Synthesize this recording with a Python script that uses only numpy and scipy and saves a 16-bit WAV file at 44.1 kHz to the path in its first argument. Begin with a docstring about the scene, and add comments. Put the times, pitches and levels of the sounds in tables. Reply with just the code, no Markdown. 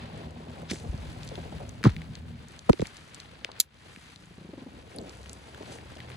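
"""Harness straps and buckles are handled right at a camera while a small engine on its frame idles unevenly.
From the start webbing rubs and cloth rustles, made of lumpy noise; the engine is a sum of wavering sines.
Soon buckles tick, cloth brushes past and knocks sweep down through the frame: ringing noise and falling tones.
Later a steel gate snaps shut in a few noisy contacts. The engine bogs down twice, each firing jerking the
frame, then picks up again. Loud treble makes the camera turn its gain down for a moment."""
import sys
import numpy as np
from scipy import signal
from scipy.fft import rfft, irfft, next_fast_len
from scipy.io import wavfile
from scipy.ndimage import uniform_filter1d, minimum_filter1d, map_coordinates

SR = 44100
rng = np.random.default_rng(int(sys.argv[2]) if len(sys.argv) > 2 else 0)


def digitize_waveform(pressure):
    """Quantize a signal to 16-bit integers and store it at the path in sys.argv[1].

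    Rows of a 2-D input are taken as channels; values are limited to [-1, 1].
    """
    field = np.atleast_2d(pressure).T
    bounded = np.clip(field, -1, 1)
    quanta = np.round(bounded * 32767).astype(np.int16)
    wavfile.write(sys.argv[1], SR, quanta)


N = 271656

# how loudly cloth moves, before its uneven pull: t/s, rustle level/dB, sheen level/dB
CLOTH_LEVEL = [(0, -50, -66), (.4, -56.5, -68), (1.1, -51.5, -60.5), (1.78, -54, -65.5),
               (2.3, -58.5, -70.5), (2.9, -52, -60), (3.55, -54.5, -70), (3.95, -55.5, -63),
               (4.6, -57.5, -69.5), (5.2, -54, -60.5), (6.16, -52.5, -64.5)]


def amp(db):
    """Turn decibels into a factor on the sound pressure."""
    return 10 ** (np.asarray(db) / 20)


def unit(x):
    """Scale a sound to an rms of 1."""
    return x / np.sqrt(np.mean(x ** 2) + 1e-20)


def along(points, hz):
    """Read a curve of (f/Hz, value) points on a log pitch axis."""
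    f, v = np.transpose(points)
    return np.interp(np.log(hz + 1), np.log(f + 1), v)


def curves(rows):
    """Give one value per sample for each column after the time."""
    s, *cols = np.transpose(rows)
    return [np.interp(np.arange(N) / SR, s, c) for c in cols]


def wobble(rate, size=N):
    """Draw a smooth random curve with rate knots a second."""
    knots = rng.standard_normal(int(size * rate / SR) + 4)
    return map_coordinates(knots, [np.arange(size) * rate / SR])


def filtered(x, response):
    """Shape the spectrum of x by a complex response of frequency."""
    m = next_fast_len(x.shape[-1] + 2048)
    spectrum = rfft(x, m) * response(np.fft.rfftfreq(m, 1 / SR))
    return irfft(spectrum, m)[..., :x.shape[-1]]


def band(hz, width):
    """Make the response of one resonance; width is a share of its pitch."""
    return lambda f: 1j * f * hz * width / (hz * hz - f * f + 1j * f * hz * width)


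def add(out, s, sound):
    """Mix a short stereo sound in at s seconds."""
    part = out[:, round(s * SR):][:, :sound.shape[1]]
    part += sound[:, :part.shape[1]]


def ports(x, alike):
    """Two microphone ports hear a shared part, turned in phase, and the right also hears a part of its own."""
    # how far the left port leads the right: f/Hz, phase/rad
    port_lead = [(100, 0.5), (300, -0.74), (1100, -2), (1800, 0.5), (2900, -2), (3800, 0.5), (5200, -2),
                 (6500, 0.66), (11000, -2), (12500, -4)]
    share = np.clip(alike, 0, 1)
    right = share * x[0] + np.sqrt(1 - share ** 2) * x[1]
    pair = np.array([x[0], right])
    half_each = np.array([[1], [-1]])
    return filtered(pair, lambda hz: np.exp(.5j * along(port_lead, hz) * half_each))


def rush(spectrum, alike, grain_db, grain_rate):
    """Many small rubs blur into stereo noise of rms 1, lumpy at grain_rate a second; no lump stands far out."""
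    lumps = amp(2 * grain_db * np.tanh(wobble(grain_rate) / 2))
    noise = rng.standard_normal((2, N)) * lumps
    coloured = filtered(noise, lambda hz: amp(along(spectrum, hz)))
    return unit(ports(coloured, alike))


def handling():
    """Webbing drags on the frame (rumble, rub) and on cloth (rustle, sheen), all with one uneven pull."""
    # shape of each layer's noise, from deep to bright: f/Hz, level/dB
    rumble_shape = [(25, -21), (60, -1), (110, -5.5), (160, -7.5), (320, -20.5), (500, -55)]
    rub_shape = [(120, -120), (200, -5.5), (450, -4), (750, -7.5), (1100, -12), (2000, -120)]
    rustle_shape = [(300, -120), (700, -3.5), (1500, 0), (3000, -2.5), (4500, -6.5), (6000, -20.5),
                    (9000, -120)]
    sheen_shape = [(2500, -120), (4500, -4.5), (6000, -5), (9000, -8), (11000, -7.5), (11800, -5.5),
                   (12900, -120)]
    # rumble before the uneven pull; it drops when the harness settles: t/s, level/dB
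    rumble_level = [(0, -46.5), (.65, -46.5), (1.1, -42), (2.3, -42.5), (2.5, -52), (3.3, -53.5),
                    (4.2, -55.5), (4.6, -51.5), (6.16, -48.5)]
    # rub before the uneven pull: t/s, level/dB
    rub_level = [(0, -45.5), (.65, -48), (1.1, -49.5), (1.6, -51), (1.78, -53), (2.5, -59), (3.3, -56.5),
                 (4.2, -64), (4.6, -55.5), (5.8, -50.5), (6.16, -51.5)]
    rumble_db, = curves(rumble_level)
    rub_db, = curves(rub_level)
    rustle_db, sheen_db = curves(CLOTH_LEVEL)
    drag = np.tanh(wobble(21.897))
    rumble = amp(rumble_db + 1.1 * drag) * rush(rumble_shape, .8, 2.2, 30)
    rub = amp(rub_db + 1.3 * drag) * rush(rub_shape, 1.0, 3.6, 90)
    rustle = amp(rustle_db + 2.75 * drag) * rush(rustle_shape, 0.23, 2.07, 250)
    sheen = amp(sheen_db + 2.3 * drag) * rush(sheen_shape, 0.89, 2.7, 300)
    return (rumble + rub + rustle + sheen) * amp([[.8], [-.8]])  # left a little louder, dB


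def engine(rows, upper_db):
    """Multiples of the shaft's turning sound; good firing only every few turns makes them throb and waver."""
    # tones of the shaft, before the odd and upper ones are shifted: multiple of the turning rate, level/dB
    shaft_tones = [(1, -12), (2, -1), (3, -3), (4, -3.5), (5, -9.5), (6, -10)]
    odd_db = -2.5  # shift of the odd multiples
    turns_hz, level_db = curves(rows)
    t = np.arange(N) / SR
    since_start = t - rows[0][0] + 0.046
    until_end = rows[-1][0] + 0.038 - t
    running = np.clip(np.minimum(since_start, until_end) / 0.074, 0, 1)  # fades in and out
    shaft = 2 * np.pi * np.cumsum(turns_hz) / SR + 0.38 * wobble(9)
    throb = np.sin(shaft / 4.6 + 0.88 * wobble(2.6))  # one swell in about 4.6 turns
    tone = np.zeros(N)
    for k, db in shaft_tones:
        tone_db = db + odd_db * (k % 2) + (k > 3) * upper_db
        throb_db = 1.37 * k * throb * amp(upper_db)  # higher multiples throb more
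        waver_db = 2.5 * wobble(8.7)
        tone += amp(tone_db + throb_db + waver_db) * np.sin(k * shaft + rng.uniform(0, 2 * np.pi))
    return np.sqrt(2) * running * amp(level_db) * tone


def ticks():
    """A struck small part rings: a crack of noise passes through its resonance, broader for hard strikes."""
    # buckle and cable ticks: t/s, level/dB, f/Hz
    buckle_ticks = [(.618, -35.5, 1010), (.6985, -26, 3000), (0.7055, -31, 1490), (0.71, -19.5, 5640),
                    (0.7135, -21, 2220), (1.2317, -29, 3880), (1.276, -30, 4600), (1.2889, -27, 4760),
                    (1.3547, -28, 2960), (1.692, -33, 6416), (1.8297, -27.5, 1930), (1.8392, -15, 1750),
                    (1.8388, -20, 4260), (1.8702, -27.5, 4530), (1.8937, -27.5, 1800),
                    (1.9643, -25.5, 2460), (2.0173, -31.5, 2426), (2.153, -28.5, 4050), (2.484, -37, 6500),
                    (2.591, -29, 4400), (2.6938, -18, 1336), (2.6955, -24.5, 3300), (2.6975, -29, 6500),
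                    (2.722, -36, 4500), (2.73, -19.5, 2900), (2.7895, -36, 4000), (2.7945, -27.5, 2380),
                    (2.806, -30, 4200), (2.816, -29, 4400), (2.819, -30, 1610), (2.8549, -27.5, 2060),
                    (2.8694, -27, 6010), (2.968, -29.5, 5150), (3.145, -28.5, 5370), (3.2004, -28, 3930),
                    (3.4462, -14, 2698), (3.5162, -32.5, 4200), (3.9609, -31.5, 2100), (4.1594, -32, 3900),
                    (5.094, -32, 4700), (5.2945, -29, 4800), (5.3305, -27, 7700), (5.5458, -34, 1650),
                    (5.7853, -35.5, 2150), (6.0026, -30.5, 2260), (6.101, -33.5, 1390),
                    (6.117, -32.5, 2335)]
    # small metal parts that ring: t/s, level/dB, f/Hz
    pings = [(4.9615, -32, 9700), (4.985, -27, 4370), (5.0135, -40, 7200)]
    # loose hardware that chatters: t/s, length/s, starting level/dB
    rattles = [(0.719, .085, -32), (1.846, .075, -26.5), (5.961, .18, -38.5)]
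    tick_width, ping_width = 0.9, 0.19  # shares of the pitch
    rattle_fade_db = 11  # loss over a rattle, before a random extra loss
    hard_db = -15.5  # ticks above this are bare, broad strikes
    out, t = np.zeros((2, N)), np.arange(SR // 30) / SR

    # fainter ticks fall by chance and follow the sheen of the cloth
    u = rng.random((90, 3))
    faint_s = u[:, 0] * N / SR
    sheen_db = np.interp(faint_s, *np.transpose(CLOTH_LEVEL)[::2])
    faint_db = sheen_db + 17 + 9 * u[:, 1] ** 2
    faint = np.transpose([faint_s, faint_db, 1300 * 7.2 ** u[:, 2]])

    loose = []
    for s, length, db in rattles:
        for a, b, c in rng.random((14, 3)):
            loose.append((s + length * a, db - rattle_fade_db * (a + b / 2), 1400 * 4 ** c))

    strikes = [(*row, tick_width) for row in [*buckle_ticks, *faint, *loose]]
    strikes += [(*row, ping_width) for row in pings]
    for s, db, hz, width in strikes:
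        crack = rng.standard_normal((2, len(t))) * amp(-60 * t / 0.0083)
        crack *= 1 - np.exp(-(t / 0.00077) ** 2)
        hard = max(db - hard_db, 0)
        crack += (1.67 + 2.5 * hard) * (np.arange(len(t)) == SR // 1000)  # the strike itself, inside its scuff
        resonance = band(hz, width + .1 * hard)
        body = filtered(crack, lambda f: (resonance(f) ** 2 + 0.11 * (f > 1200)) / (1 + (f / 12500) ** 8))
        pair = ports(body, 0.47)
        add(out, s, amp(db) * pair / np.abs(pair).max() * amp([[1.2], [-1.2]]))
    return out


def brushes():
    """Webbing and cloth brush past, and from 1.3 to 1.6 s a part on the frame rattles in step with every third
    engine turn; near 4.9 s the engine's returning firings blur into a swell. Grainy noise swells and dies
    around one pitch, with little above it."""
    # strokes, the rattles near 1.3-1.6 s and the firing swell near 4.9 s: t/s, rise/s, time to fall by 60 dB/s,
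    # level/dB, centre f/Hz
    strokes = [(.672, 0.035, 0.12, -39, 3520), (.69, 0.019, 0.38, -42.5, 6500),
               (.822, 0.029, 0.076, -38, 560), (0.978, 0.0049, 0.094, -42, 610),
               (1.304, 0.013, 0.13, -38.5, 485), (1.368, 0.013, 0.13, -37, 497),
               (1.45, 0.0079, 0.062, -40, 550), (1.514, 0.0099, 0.16, -40, 550),
               (1.596, 0.0067, 0.2, -36.5, 540), (1.848, 0.0058, 0.11, -24, 970),
               (1.838, 0.008, 0.17, -33.5, 2900), (3.44, 0.0087, 0.048, -40, 506),
               (3.48, 0.013, 0.059, -41.5, 780), (4.69, 0.044, 0.62, -49, 257),
               (4.92, 0.062, 0.54, -42.5, 210), (4.885, .11, 0.45, -39.5, 435),
               (5.589, 0.023, 0.033, -39.5, 464), (5.69, 0.038, 0.22, -49, 6960)]
    out, t = np.zeros((2, N)), np.arange(SR // 3) / SR
    for s, rise, t60, db, hz in strokes:
        grains = rng.standard_normal((2, len(t))) * amp(4 * np.tanh(wobble(260, size=len(t)) / 1.5))
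        body = filtered(grains, lambda f: band(hz, 1.3)(f)
                        / (1 + (f / (1.71 * hz)) ** 6) / (1 + (f / 12500) ** 20))
        swell = np.clip(t / rise, 0, 1) ** 2 * amp(-60 * np.maximum(t - rise, 0) / t60)
        add(out, s, amp(db) * unit(ports(body, 0.99)) * swell * amp([[.7], [-.7]]))
    return out


def bend(t, hz, fall, t60):
    """A bending wave in the frame: high pitches arrive first, so the blow sweeps downward."""
    settle = 0.36  # share of the first pitch that a blow settles on
    t = np.maximum(t, 0)
    cycles = hz * (settle * t + (1 - settle) * fall * np.arctan(t / fall))
    return np.sin(2 * np.pi * cycles) * amp(-60 * t / t60) * (1 - np.exp(-t / 0.00092))


def knocks():
    """Blows on the frame reach the ports along different paths, with an echo from a joint and a noisy rattle."""
    # blows: t/s, level/dB, first f/Hz, time to fall by 60 dB/s, lag of the right port/ms
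    blows = [(0.713, -26.5, 264, 0.038, 0.12), (.73, -34, 437, 0.054, -0.079),
             (.86, -35.5, 121, 0.11, 0.098), (.889, -26.5, 60, 0.17, -0.079),
             (0.942, -24, 82.7, 0.054, -0.014), (.985, -37.5, 100.5, 0.31, 0.055),
             (1.844, -19, 250, 0.03, -0.21), (1.8534, -12, 323, 0.02, -0.011), (1.8575, -10, 167, 0.036, 0),
             (1.8661, 0.5, 178, 0.014, -0.31), (1.88, -19, 96, 0.11, -0.36),
             (2.6909, -20.5, 644, 0.06, 0.54), (2.695, -4, 560, 0.021, 0.8), (2.6982, -2, 290, 0.013, 0.93),
             (2.7026, -10.5, 119, 0.024, 0.65), (2.732, -26, 477, 0.03, 0.69),
             (2.795, -24, 517, 0.027, 0.53), (2.799, -27.5, 176, 0.07, 0.2), (2.819, -19, 538, 0.024, 0.77),
             (2.824, -14, 191, 0.014, 0.2), (3.972, -40.5, 224, 0.025, -0.097)]
    fall_s, deep_hz = 0.0074, 160  # basic time of the pitch fall; blows deeper than deep_hz fall far more slowly
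    out, t = np.zeros((2, N)), np.arange(SR // 5) / SR
    for s, db, hz, t60, lag_ms in blows:
        fall = fall_s * (1 + (deep_hz / hz) ** 2)
        late = t - np.array([[1 - lag_ms / 2], [1 + lag_ms / 2]]) / 1000
        wave = bend(late, hz, fall, t60)
        echo_delay = rng.uniform(0.0017, 0.00686, (2, 1))  # s, unlike at each port
        echo = 0.41 * bend(late - echo_delay, 0.764 * hz, fall, t60)
        noise = rng.standard_normal((2, len(t)))
        rattle = unit(filtered(noise, lambda f: band(1.6 * hz, 1.2)(f) ** 3))
        rattle *= amp(-60 * t / (0.38 * t60)) * (1 - np.exp(-t / 0.0022))
        add(out, s, -amp(db + 7.5) * (wave + echo + 0.32 * rattle))
    return out


def snap():
    """A steel gate touches, strikes, chatters and settles; each contact also rings it briefly."""
    # contacts of the gate: t/s, level/dB, time to fall by 60 dB/s
    contacts = [(3.593, -45, 0.0056), (3.6, -22, 0.006), (3.6023, -8.5, 0.0067), (3.603, -30.5, 0.09),
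                (3.6076, -15.5, 0.014), (3.614, -23, 0.0087)]
    # colour of the steel's noise: f/Hz, level/dB
    steel_shape = [(470, -66.5), (800, -24), (1420, -26.5), (2440, -10.5), (2730, -6), (4180, 0.5),
                   (4740, -1), (7080, -0.5), (8660, -7), (11000, 3), (12100, -0.5), (13400, 2),
                   (16000, -38)]
    gate_hz = 4400  # pitch of the ring
    clatter, ring, t = np.zeros((2, N)), np.zeros((2, N)), np.arange(SR // 10) / SR
    for s, db, t60 in contacts:
        noise = np.sign(rng.standard_normal((2, len(t))))
        add(clatter, s, amp(db - 2.5) * noise * amp(-60 * t / t60))
        tone = np.sin(2 * np.pi * gate_hz * t) * amp(-60 * t / 0.0051)
        add(ring, s, amp(db - 9) * tone * np.ones((2, 1)))
    steel = filtered(clatter, lambda hz: amp(along(steel_shape, hz)))
    return ports(ring + 3.4 * steel, 0.78)


def firings(rows):
    """The engine fires (t/s, level/dB, f/Hz) whenever its running count of firings passes a whole number."""
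    scatter = 0.22  # share by which the pitch varies
    s, rate, db, hz = np.transpose(rows)
    t = np.arange(s[0], s[-1], 1 / SR)
    count = np.cumsum(np.interp(t, s, rate)) / SR
    at = np.interp(np.arange(int(count[-1]) + 1), count, t)
    pitch = np.interp(at, s, hz) * (1 + scatter * rng.uniform(-1, 1, len(at)))
    return np.transpose([at, np.interp(at, s, db), pitch])


def jerks():
    """As the engine bogs down, each lone firing jerks the frame: a main blow, two delayed ones and noise."""
    # two spells of bogging down: t/s, firings per second, level/dB, base f/Hz
    bog_spells = [
        [(4.031, 33.4, -49, 140), (4.2, 26.5, -43, 136), (4.325, 29, -39, 169)],
        [(4.379, 33.7, -37, 160), (4.47, 22.7, -32.5, 198), (4.69, 23.3, -32, 224.5)],
    ]
    out, t = np.zeros((2, N)), np.arange(SR // 5) / SR
    for s, db, hz in np.concatenate([firings(rows) for rows in bog_spells]):
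        jerk = bend(t, 1.27 * hz, 0.024, 0.051)
        jerk += 0.5 * bend(t - .011, 1.0 * hz, 0.016, 0.039)
        jerk += 0.41 * bend(t - .004, 2.3 * hz, 0.034, 0.032)
        noise = unit(filtered(rng.standard_normal(len(t)), lambda f: band(1.9 * hz, 1.2)(f) ** 2))
        jerk += 0.34 * noise * np.clip(t / 0.0071, 0, 1) * amp(-60 * t / 0.045)
        add(out, s, amp(db + 0.5) * jerk * amp([[.7], [-.7]]))
    return out


def scene():
    """Add up the handling, the engine and the blows."""
    # engine idling, then picking up: t/s, shaft turns f/Hz, level/dB
    idle = [(0, 39.85, -47.5), (1.2, 39.78, -50), (2.38, 39.38, -47.5), (2.52, 39.5, -63), (3.75, 37, -66)]
    pickup = [(4.83, 29.07, -64), (5.2, 32.38, -47.5), (5.55, 34.88, -56), (5.85, 39.8, -48.5),
              (6.16, 44, -44)]
    idle_upper_db, pickup_upper_db = 0.75, -15  # shift of the multiples above the third
    motor = engine(idle, idle_upper_db) + engine(pickup, pickup_upper_db)
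    return handling() + motor + ticks() + brushes() + knocks() + snap() + jerks()


def record(dry):
    """Loud treble turns the camera's gain down briefly; peaks are rounded, deep bass and the top are cut."""
    duck_hz, duck_above_db, duck_slope = 3000, -27, 1.29  # treble starts here; threshold; dB cut per dB over it
    hold_s, ease_s, recover_db_per_s = 0.052, 0.0098, 95
    ceiling, top_hz = .85, 16600
    treble = filtered(dry, lambda hz: hz > duck_hz)
    power = uniform_filter1d(np.mean(treble ** 2, 0), size=SR // 40)
    level_db = 10 * np.log10(np.abs(power) + 1e-12)
    hold = round(hold_s * SR)
    cut_db = minimum_filter1d(-duck_slope * np.maximum(level_db - duck_above_db, 0), hold)
    ramp_db = recover_db_per_s * np.arange(N) / SR
    cut_db = np.minimum(np.minimum.accumulate(cut_db - ramp_db) + ramp_db, 0)  # the gain creeps back
    keep = np.exp(-1 / (ease_s * SR))
    delayed_db = np.pad(cut_db, (hold // 2 + SR // 80, 0))[:N]  # the gain cannot act ahead of the sound
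    gain_db = signal.lfilter([1 - keep], [1, -keep], delayed_db)
    ducked = dry * amp(gain_db)
    rounded = ducked / (1 + np.abs(ducked / ceiling) ** 6) ** (1 / 6)
    return filtered(rounded, lambda hz: (1j * hz / (30 + 1j * hz)) ** 4 * (hz < top_hz))


dry = scene()
out = record(dry)
digitize_waveform(out)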